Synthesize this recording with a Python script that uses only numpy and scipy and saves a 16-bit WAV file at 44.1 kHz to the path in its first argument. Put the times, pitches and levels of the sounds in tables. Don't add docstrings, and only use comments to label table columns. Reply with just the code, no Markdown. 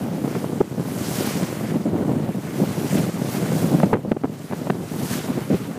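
import sys
import numpy as np
from scipy import signal
from scipy.io import wavfile
from scipy.ndimage import uniform_filter1d

SR = 44100
rng = np.random.default_rng(int(sys.argv[2]) if len(sys.argv) > 2 else 0)


def materialize(psi):
    bounded = np.clip(np.atleast_2d(psi).T, -1, 1)
    quanta = np.round(bounded * 32767).astype(np.int16)
    wavfile.write(sys.argv[1], SR, quanta)


def volts(x):
    e = np.asarray(x, float) / 20
    return 10 ** e


N = 254898

# time_s, rumble_db, turbulence_db
WIND_LEVELS = [(0.0, -27, 3), (0.66, -28, -3), (1.22, -26.5, 2.5), (1.45, -30, 2), (1.69, -26, -1.5),
               (1.82, -25, 0), (2.09, -22, -1.5), (2.4, -29.5, -1.5), (2.88, -25.5, -1.5),
               (3.32, -25.5, -0.5), (3.73, -19.5, -2.5), (3.91, -26, 1), (4.3, -27.5, -11), (4.51, -30, 0),
               (4.8, -27, -2.5), (5.25, -27, 0), (5.65, -32, -8), (5.78, -32, 0)]
# centre_s, change_db, length_ms
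AIR_PUFFS = [(.67, -5, 66), (.80, 4, 60), (1.13, 0, 60), (1.40, 5, 98), (1.51, -2, 140), (1.70, 3.5, 66),
             (1.824, -8, 36), (2.08, 0.5, 80), (2.335, -7, 30), (2.47, -2, 62), (2.62, 5.5, 82),
             (2.98, 5.5, 110), (3.15, -5.5, 92), (3.315, -5.5, 53), (3.69, 0, 45), (4.00, 3, 60),
             (4.07, 5, 44), (4.20, -3, 41), (4.38, 3, 37), (4.44, -3.5, 140), (4.83, 3, 45),
             (4.885, -12, 25), (5.02, 2.5, 46), (5.22, -7, 52), (5.33, 2, 88), (5.46, -3.5, 52),
             (5.54, 7.5, 51), (5.68, 3, 71)]
# peak_s, peak_db, rise_db_per_s, fall_db_per_s
BOW_SURGES = [(0.0, -48, 40, 45), (.35, -43.5, 35, 40), (1.07, -36, 50, 38), (1.17, -36, 40, 40),
              (1.26, -33.5, 40, 60), (1.31, -39, 60, 60), (1.52, -46, 30, 30), (1.7, -46.5, 25, 100),
              (2.1, -52.5, 40, 30), (2.48, -54, 90, 20), (2.64, -40.5, 48, 47), (2.95, -34, 44, 54),
              (3.33, -36.5, 69, 37), (3.59, -36, 51, 75), (3.73, -40, 64, 62), (3.88, -51, 40, 73),
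              (4.4, -49, 30, 20), (4.59, -46, 22, 30), (4.97, -46, 60, 40), (5.07, -37, 60, 60),
              (5.14, -32.5, 80, 100), (5.175, -37, 60, 250), (5.3, -44.5, 30, 30), (5.56, -44.5, 60, 60)]
# pitch_hz, level_db (per Hz)
SPRAY_TONE = [(880, -33), (1500, 9), (1910, -2.5), (2600, -1.5), (2810, -6.5), (3970, -2.5), (7140, -1),
              (14400, -5.5)]
# pitch_hz, level_db (per Hz)
FOAM_TONE = [(300, -23), (700, 3), (1300, -1), (2200, -4.5), (3500, -9.5), (6000, -24.5)]
# centre_s, peak_db, width_ms
OUTWARD_SNAPS = [(0.063, -17, 0.87), (.258, -17, 0.63), (.3273, -21, 0.72), (0.3497, -18, .7),
                 (0.525, -15, 1.0), (0.5278, -16, 1.1), (.605, -8.5, 1.0), (.6077, -11, .75),
                 (0.8273, -19, .9), (.8859, -21.5, .6), (1.2537, -23, .8), (1.3085, -21, 0.91),
                 (1.5277, -16.5, 0.69), (1.7663, -17, .9), (2.0112, -16, 0.88), (2.1172, -13, .75),
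                 (2.7795, -17, .9), (2.8346, -16, .7), (2.9959, -21, .5), (3.4619, -18, .3),
                 (3.715, -10, 1.2), (3.8304, -16, 0.46), (3.9322, -13, .5), (3.9334, -9.5, 0.27),
                 (3.9414, -10, 0.5), (4.0497, -18, .8), (4.1171, -11, 1.0), (4.1221, -14, 0.43),
                 (4.1303, -18, 0.78), (4.17, -18, 0.74), (4.2361, -23, .3), (4.2392, -16, 0.73),
                 (4.6709, -17, .7), (4.6741, -17, 0.69), (4.7039, -7, .2), (4.836, -24, .8),
                 (4.8383, -21, .9), (5.1074, -18, .9), (5.3191, -18, 0.65), (5.5068, -11, 1.3),
                 (.353, -24, .2), (.6105, -13, 1.2), (.6128, -12, 1.2), (3.8293, -24, .2),
                 (3.8327, -11, .3), (3.9312, -18, .25), (3.9362, -24, .2), (3.9369, -25, .2),
                 (3.9383, -10, .25), (3.9402, -23, .2), (3.9454, -20, .2), (4.1176, -13, .2),
                 (4.1236, -25, .2), (4.1693, -28, .2), (4.243, -27, .2), (4.254, -30, .25),
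                 (4.5264, -26, .2), (4.7017, -21, .2), (4.705, -22, .2)]
# centre_s, peak_db, width_ms
INWARD_SNAPS = [(0.2475, -16, 0.68), (.2561, -24, 0.82), (.2816, -20, 1.2), (.3534, -17, 0.43),
                (.4442, -9, .7), (.5319, -24, .8), (.6067, -9, .9), (.6091, -5, .95), (.61151, -5, .5),
                (.6138, -3, .75), (1.0094, -17, .9), (1.1988, -18, .7), (1.2007, -19, .7),
                (1.2079, -10, 0.88), (1.3093, -21, 0.81), (1.429, -20, .9), (1.529, -20, .9),
                (1.8776, -17, 1.1), (1.9545, -23, .6), (2.012, -14, 1.0), (2.1664, -22, .8),
                (2.2909, -14, .75), (2.6384, -8, .9), (2.9255, -18, .7), (2.9271, -13, .8),
                (3.2485, -24, .8), (3.4636, -18, .9), (3.5205, -10, .7), (3.747, -12, 1.0),
                (3.8019, -10, 0.36), (3.8332, -3.5, 0.65), (3.8346, -2, 0.57), (3.9306, -3, 0.58),
                (3.9315, -7, .6), (3.9354, -3.5, 1.2), (3.9386, -12.5, 0.34), (3.9427, -11, 0.61),
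                (3.9443, -10, 0.76), (3.9553, -7, 0.83), (3.9698, -17, 0.45), (4.1183, -5.5, .7),
                (4.167, -21, .8), (4.2372, -14.5, 0.45), (4.2446, -6.5, 0.62), (4.253, -17, 0.56),
                (4.256, -17, 0.46), (4.5124, -18, .6), (4.5242, -13, 0.61), (4.533, -12, .8),
                (4.5341, -17, 0.42), (4.6715, -16, 0.53), (4.7003, -8, 0.33), (4.703, -6.5, 0.51),
                (4.708, -13, 1.2), (4.94, -17, 0.59), (5.2434, -21, .6), (5.29, -17, .7), (5.3902, -17, .8),
                (5.5442, -12, .9)]
# centre_s, level_db, pitch_hz, length_ms
SPLASHES_AND_FOAM = [(.353, -46, 2000, 25), (1.205, -40, 5000, 25), (1.27, -50, 3000, 36),
                     (2.91, -37, 2300, 20), (2.98, -36, 2480, 36), (3.35, -45, 5200, 68),
                     (3.59, -51, 4000, 27), (3.86, -47, 5000, 10), (5.13, -34.5, 1500, 39),
                     (5.195, -40, 2600, 21), (1.55, -48, 1800, 180), (1.69, -44, 1900, 120),
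                     (2.32, -49, 2200, 60), (2.49, -43, 1700, 110), (3.49, -43, 1800, 230),
                     (4.58, -53, 1500, 120), (5.40, -46.5, 1700, 140), (5.74, -46, 1600, 88),
                     (5.55, -47, 3000, 70), (.33, -45, 1600, 120), (4.53, -44.5, 1700, 33),
                     (.12, -55, 1400, 100), (.86, -48, 1500, 100), (3.12, -48, 1500, 100)]
# start_s, peak_db, flutter_hz, length_ms
BUFFETS = [(.243, -11, 202, 8.7), (.278, -11, 260, 4.9), (.36, -10.5, 197, 18), (.441, -24, 464, 14),
           (.522, -13.5, 295, 17), (.604, -22, 402, 9.3), (1.006, -18.5, 201, 9.9),
           (1.267, -17, 249, 18), (1.756, -8.5, 206.7, 21), (1.855, -9, 251, 20),
           (2.292, -12, 224, 4.4), (2.346, -14, 222, 12), (2.776, -15, 201, 10),
           (3.218, -8.5, 222, 5.3), (3.344, -15, 230, 20), (3.517, -14, 217, 9.5),
           (3.834, -3.5, 190, 13), (3.929, -5, 240, 9.7), (4.115, -10.5, 217, 12),
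           (4.166, -12, 319, 10.6), (4.241, -9, 238, 13.4), (4.297, -15.5, 202, 8.9),
           (4.521, -19, 330, 17), (4.615, -17, 224, 13), (4.697, -7.5, 190, 11),
           (5.152, -13.5, 200, 10.7), (5.185, -16, 199, 11), (5.299, -6.5, 192, 13),
           (5.374, -11, 235, 15.4), (5.502, -6.5, 209, 22)]
# start_s, peak_db, flutter_hz, length_ms, roughness (0-1)
MORE_BUFFETS = [(1.197, -17, 314, 24, 0.6), (1.421, -10.5, 164, 25.5, 0.33), (2.299, -17, 184, 18.4, 0.6),
                (2.613, -8.5, 200, 16.3, 0.14), (2.6, -8.5, 238, 13, 0.26), (2.933, -9.5, 216, 24, 0.06),
                (2.953, -6.5, 276, 12.7, 0.22), (3.086, -11, 195, 11.7, 0), (3.747, -2.5, 178, 15, 0.02),
                (3.8, -7, 190, 8.8, 0.14), (3.939, -7.5, 200, 14, 0.5), (3.952, -8, 198, 16.5, 0.5),
                (4.05, -16.5, 215, 15, 0.46), (4.532, -13, 220, 12.4, 0.5), (4.718, -14, 210, 11, 0.3),
                (5.521, -8, 192, 45, 0.54), (3.711, -11, 207, 14, 0.1), (2.165, -12.5, 232, 12, 0.04),
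                (1.954, -14, 234, 10, 0.17), (.962, -16, 230, 10.4, 0.4), (0.78, -13, 210, 8.3, 0.33),
                (5.5, -17, 234, 14, 0.6), (2.116, -15, 238, 12, .3), (3.14, -14, 190, 10, 0.16)]
# centre_s, level_db, side (-1 or 1), duck_db
OVERLOADS = [
    (0.613, -24, 1, 3.5),
    (3.931, -22, -1, 9.5),
    (4.116, -28, 1, 6),
    (4.167, -60, 1, .3),
    (4.70, -48, 1, 2),
]


def rms_one(x):
    return x / np.sqrt(np.mean(x ** 2) + 1e-20)


def steady(x):
    return x / np.sqrt(uniform_filter1d(x ** 2, size=5000) + 1e-20)


def in_time(rows):
    s, *columns = np.transpose(rows)
    return [np.interp(np.arange(N) / SR, s, c) for c in columns]


def butter(x, hz, kind, order):
    return signal.sosfilt(signal.butter(order, hz, kind, fs=SR, output="sos"), x)


def drift(rate_hz):
    r = np.exp(-40 * np.pi * rate_hz / SR)
    noise = rng.standard_normal(N // 20 + 2002)
    slow = signal.lfilter([1], [1, -2 * r, r * r], noise)[2000:]
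    return np.interp(np.arange(N) / 20, np.arange(len(slow)), rms_one(slow))


def grains(per_s, spread_db):
    sizes = volts(spread_db * np.minimum(rng.exponential(1, N), 4))
    signs = rng.choice([-1, 1], N)
    return sizes * signs * (rng.random(N) < per_s / SR)


def banded(sources, spectrum, shared_db, patchy_db):
    out = 0
    edges = 280 * 2 ** np.arange(0, 6.1, .5)
    hz, level_db = np.transpose(spectrum)
    for k, (low, high) in enumerate(zip(edges, edges[1:])):
        tone_db = np.interp(np.log(low * high) / 2, np.log(hz), level_db)
        gain_db = tone_db + shared_db + patchy_db * drift(10.7)
        out = out + volts(gain_db) * butter(sources[k % 2], [low, high], "band", order=2)
    return rms_one(out)


def port(x):
    return butter(x, 140.8, "high", order=4)


def airflow():
    t = np.arange(0, N, 32) / SR
    puffs_db = sum(change_db * np.exp(-((t - s) / (ms / 2000)) ** 2) for s, change_db, ms in AIR_PUFFS)
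    rumble_db, fine_db = in_time(WIND_LEVELS)
    return rumble_db + np.interp(np.arange(N) / SR, t, puffs_db), fine_db


def wind(rumble_db, fine_db):
    small_eddy_db, follows = -36.5, 1.44
    small_db = small_eddy_db + fine_db + follows * (rumble_db - rumble_db.mean())
    lumps_db = 1.37 * drift(25.0) + 1.37 * drift(35)
    large = port(butter(grains(900, spread_db=2.5), 171.0, "low", order=2))
    small = butter(grains(900, spread_db=2.0), 254, "high", order=2)
    small = butter(small, 618, "low", order=4)
    large = volts(rumble_db + 1.55) * steady(volts(lumps_db) * large)
    small = volts(small_db) * steady(volts(1.2 * lumps_db) * small)
    return butter(large + small, 1500, "low", order=3)


def bow_wave():
    wash_db = -51
    foam_db, follows, lingers_s = -42, 0.56, 0.041
    t = np.arange(0, N + 32, 32) / SR
    power = volts(2 * wash_db)
    for s, peak_db, rise, fall in BOW_SURGES:
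        below_peak_db = np.where(t < s, rise * (s - t), fall * (t - s))
        power = power + volts(2 * (peak_db - below_peak_db))
    r = np.exp(-t[1] / lingers_s)
    lingering = signal.lfilter([1 - r], [1, -r], power, zi=[power[0]])[0]
    lingering_db = 10 * np.log10(lingering)
    foam_curve_db = foam_db + follows * (lingering_db - lingering_db.mean())
    return in_time(np.transpose([t, 10 * np.log10(power), foam_curve_db]))


def spray(level_db):
    drops = [grains(16000, spread_db=4.0) for _ in range(2)]
    return volts(level_db + 0.54) * banded(drops, SPRAY_TONE, shared_db=0.65 * drift(37), patchy_db=1.13)


def foam(level_db):
    pops = [grains(2200, spread_db=1.5) for _ in range(2)]
    return volts(level_db) * banded(pops, FOAM_TONE, shared_db=1.44 * drift(19), patchy_db=0.5)


def stray_snaps(rumble_db, count=40):
    over_rumble_db, spread_db, width_ms = 2, 8, 0.47
    when, size, width = rng.random((count, 3)).T
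    s = .02 + when * (N / SR - .04)
    peak_db = rumble_db[(s * SR).astype(int)] + over_rumble_db + spread_db * np.log(size + .02)
    return list(zip(s, peak_db, width_ms * (0.98 + width)))


def snaps(rumble_db):
    rebound_hz, pointed = 169, 1.57
    out = np.zeros(N + 512)
    t_ms = np.arange(-256, 256) / SR * 1000
    strays = stray_snaps(rumble_db)
    stray_sides = rng.choice([-1, 1], len(strays))
    sides = np.r_[-np.ones(len(INWARD_SNAPS)), np.ones(len(OUTWARD_SNAPS)), stray_sides]
    for (s, peak_db, ms), side in zip(INWARD_SNAPS + OUTWARD_SNAPS + strays, sides):
        at = round(s * SR) - 256
        spike = .5 ** (np.abs(2 * t_ms / max(ms, .1)) ** pointed)
        out[at:at + len(t_ms)] += side * volts(peak_db + 3.5) * spike
    sprung = butter(out[:N] + 1e-18, rebound_hz, "high", order=2)
    return butter(sprung + 1e-18, 4400, "low", order=10)


def splashes():
    out, t = np.zeros(N), np.arange(N) / SR
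    fizz = grains(5000, spread_db=4.5)
    for s, level_db, hz, ms in SPLASHES_AND_FOAM:
        near = slice(max(round((s - .3) * SR), 0), round((s + .3) * SR))
        band = rms_one(butter(fizz[near], [hz / 1.56, hz * 1.3], "band", order=2))
        out[near] += volts(level_db) * band * np.exp(-((t[near] - s) / (ms / 2000)) ** 2)
    return out


def buffets():
    out, t = np.zeros(N + 4096), np.arange(4096) / SR
    table = [(*row, 0.33) for row in BUFFETS] + MORE_BUFFETS
    noise = rng.standard_normal((len(table), 3, len(t)))
    for (s, peak_db, hz, ms, rough), (wobble, dull, bright) in zip(table, noise):
        swell = np.sin(np.pi * np.minimum(t / (max(ms, 3) / 1000), 1) ** 0.8) ** 0.6
        wander = rms_one(butter(wobble, 237, "low", order=2))
        turns = np.cumsum(hz * (1 + 0.24 * wander)) / SR
        flutter = np.sin(2 * np.pi * turns) + 0.16 * np.cos(4 * np.pi * turns)
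        share = np.clip(rough, 0, 1)
        turbulence = rms_one(butter(dull, 2.16 * hz, "low", order=4))
        body = port(swell * ((1 - share) * flutter + share * turbulence))
        crunch = swell * rms_one(butter(bright, [700, 2300], "band", order=3))
        body = body + share * volts(peak_db - 16.5) * crunch
        at = max(round((s - .0025) * SR), 0)
        out[at:at + len(t)] += volts(peak_db - 2.5) * body / np.abs(body).max()
    return out[:N]


def thumps():
    t = np.arange(N) / SR
    out = np.zeros(N)
    for s, level_db, side, _ in OVERLOADS:
        out += np.sign(side) * volts(level_db + 0.5) * np.exp(-((t - s) / 0.0018) ** 2)
    return out


def ducking():
    recover_s = 0.3
    t = np.arange(N) / SR
    drop_db = np.zeros(N)
    for s, _, _, duck_db in OVERLOADS:
        drop_db += duck_db * (t > s + .008) * np.exp(-np.maximum(t - s, 0) / recover_s)
    return volts(-drop_db)


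def scene():
    rumble_db, fine_db = airflow()
    spray_db, foam_db = bow_wave()
    gain = ducking()
    air = gain * wind(rumble_db, fine_db) + snaps(rumble_db) + buffets()
    air = butter(.8 * np.tanh(air / .8), 58, "high", order=2)
    water = gain * (spray(spray_db) + foam(foam_db)) + splashes()
    return (air + water + thumps())[None]


def band_limit(x):
    return signal.sosfilt(signal.butter(12, 15880, fs=SR, output="sos"), x)


def record(dry):
    ceiling = 1
    x = dry / (1 + (dry / ceiling) ** 6) ** (1 / 6)
    x = x + volts(-72) * butter(rng.standard_normal(dry.shape), 60, "low", order=1)
    x = signal.sosfilt(signal.ellip(16, .2, 95, 15280, fs=SR, output="sos"), x)
    return band_limit(x)


dry = scene()
out = record(dry)
materialize(out)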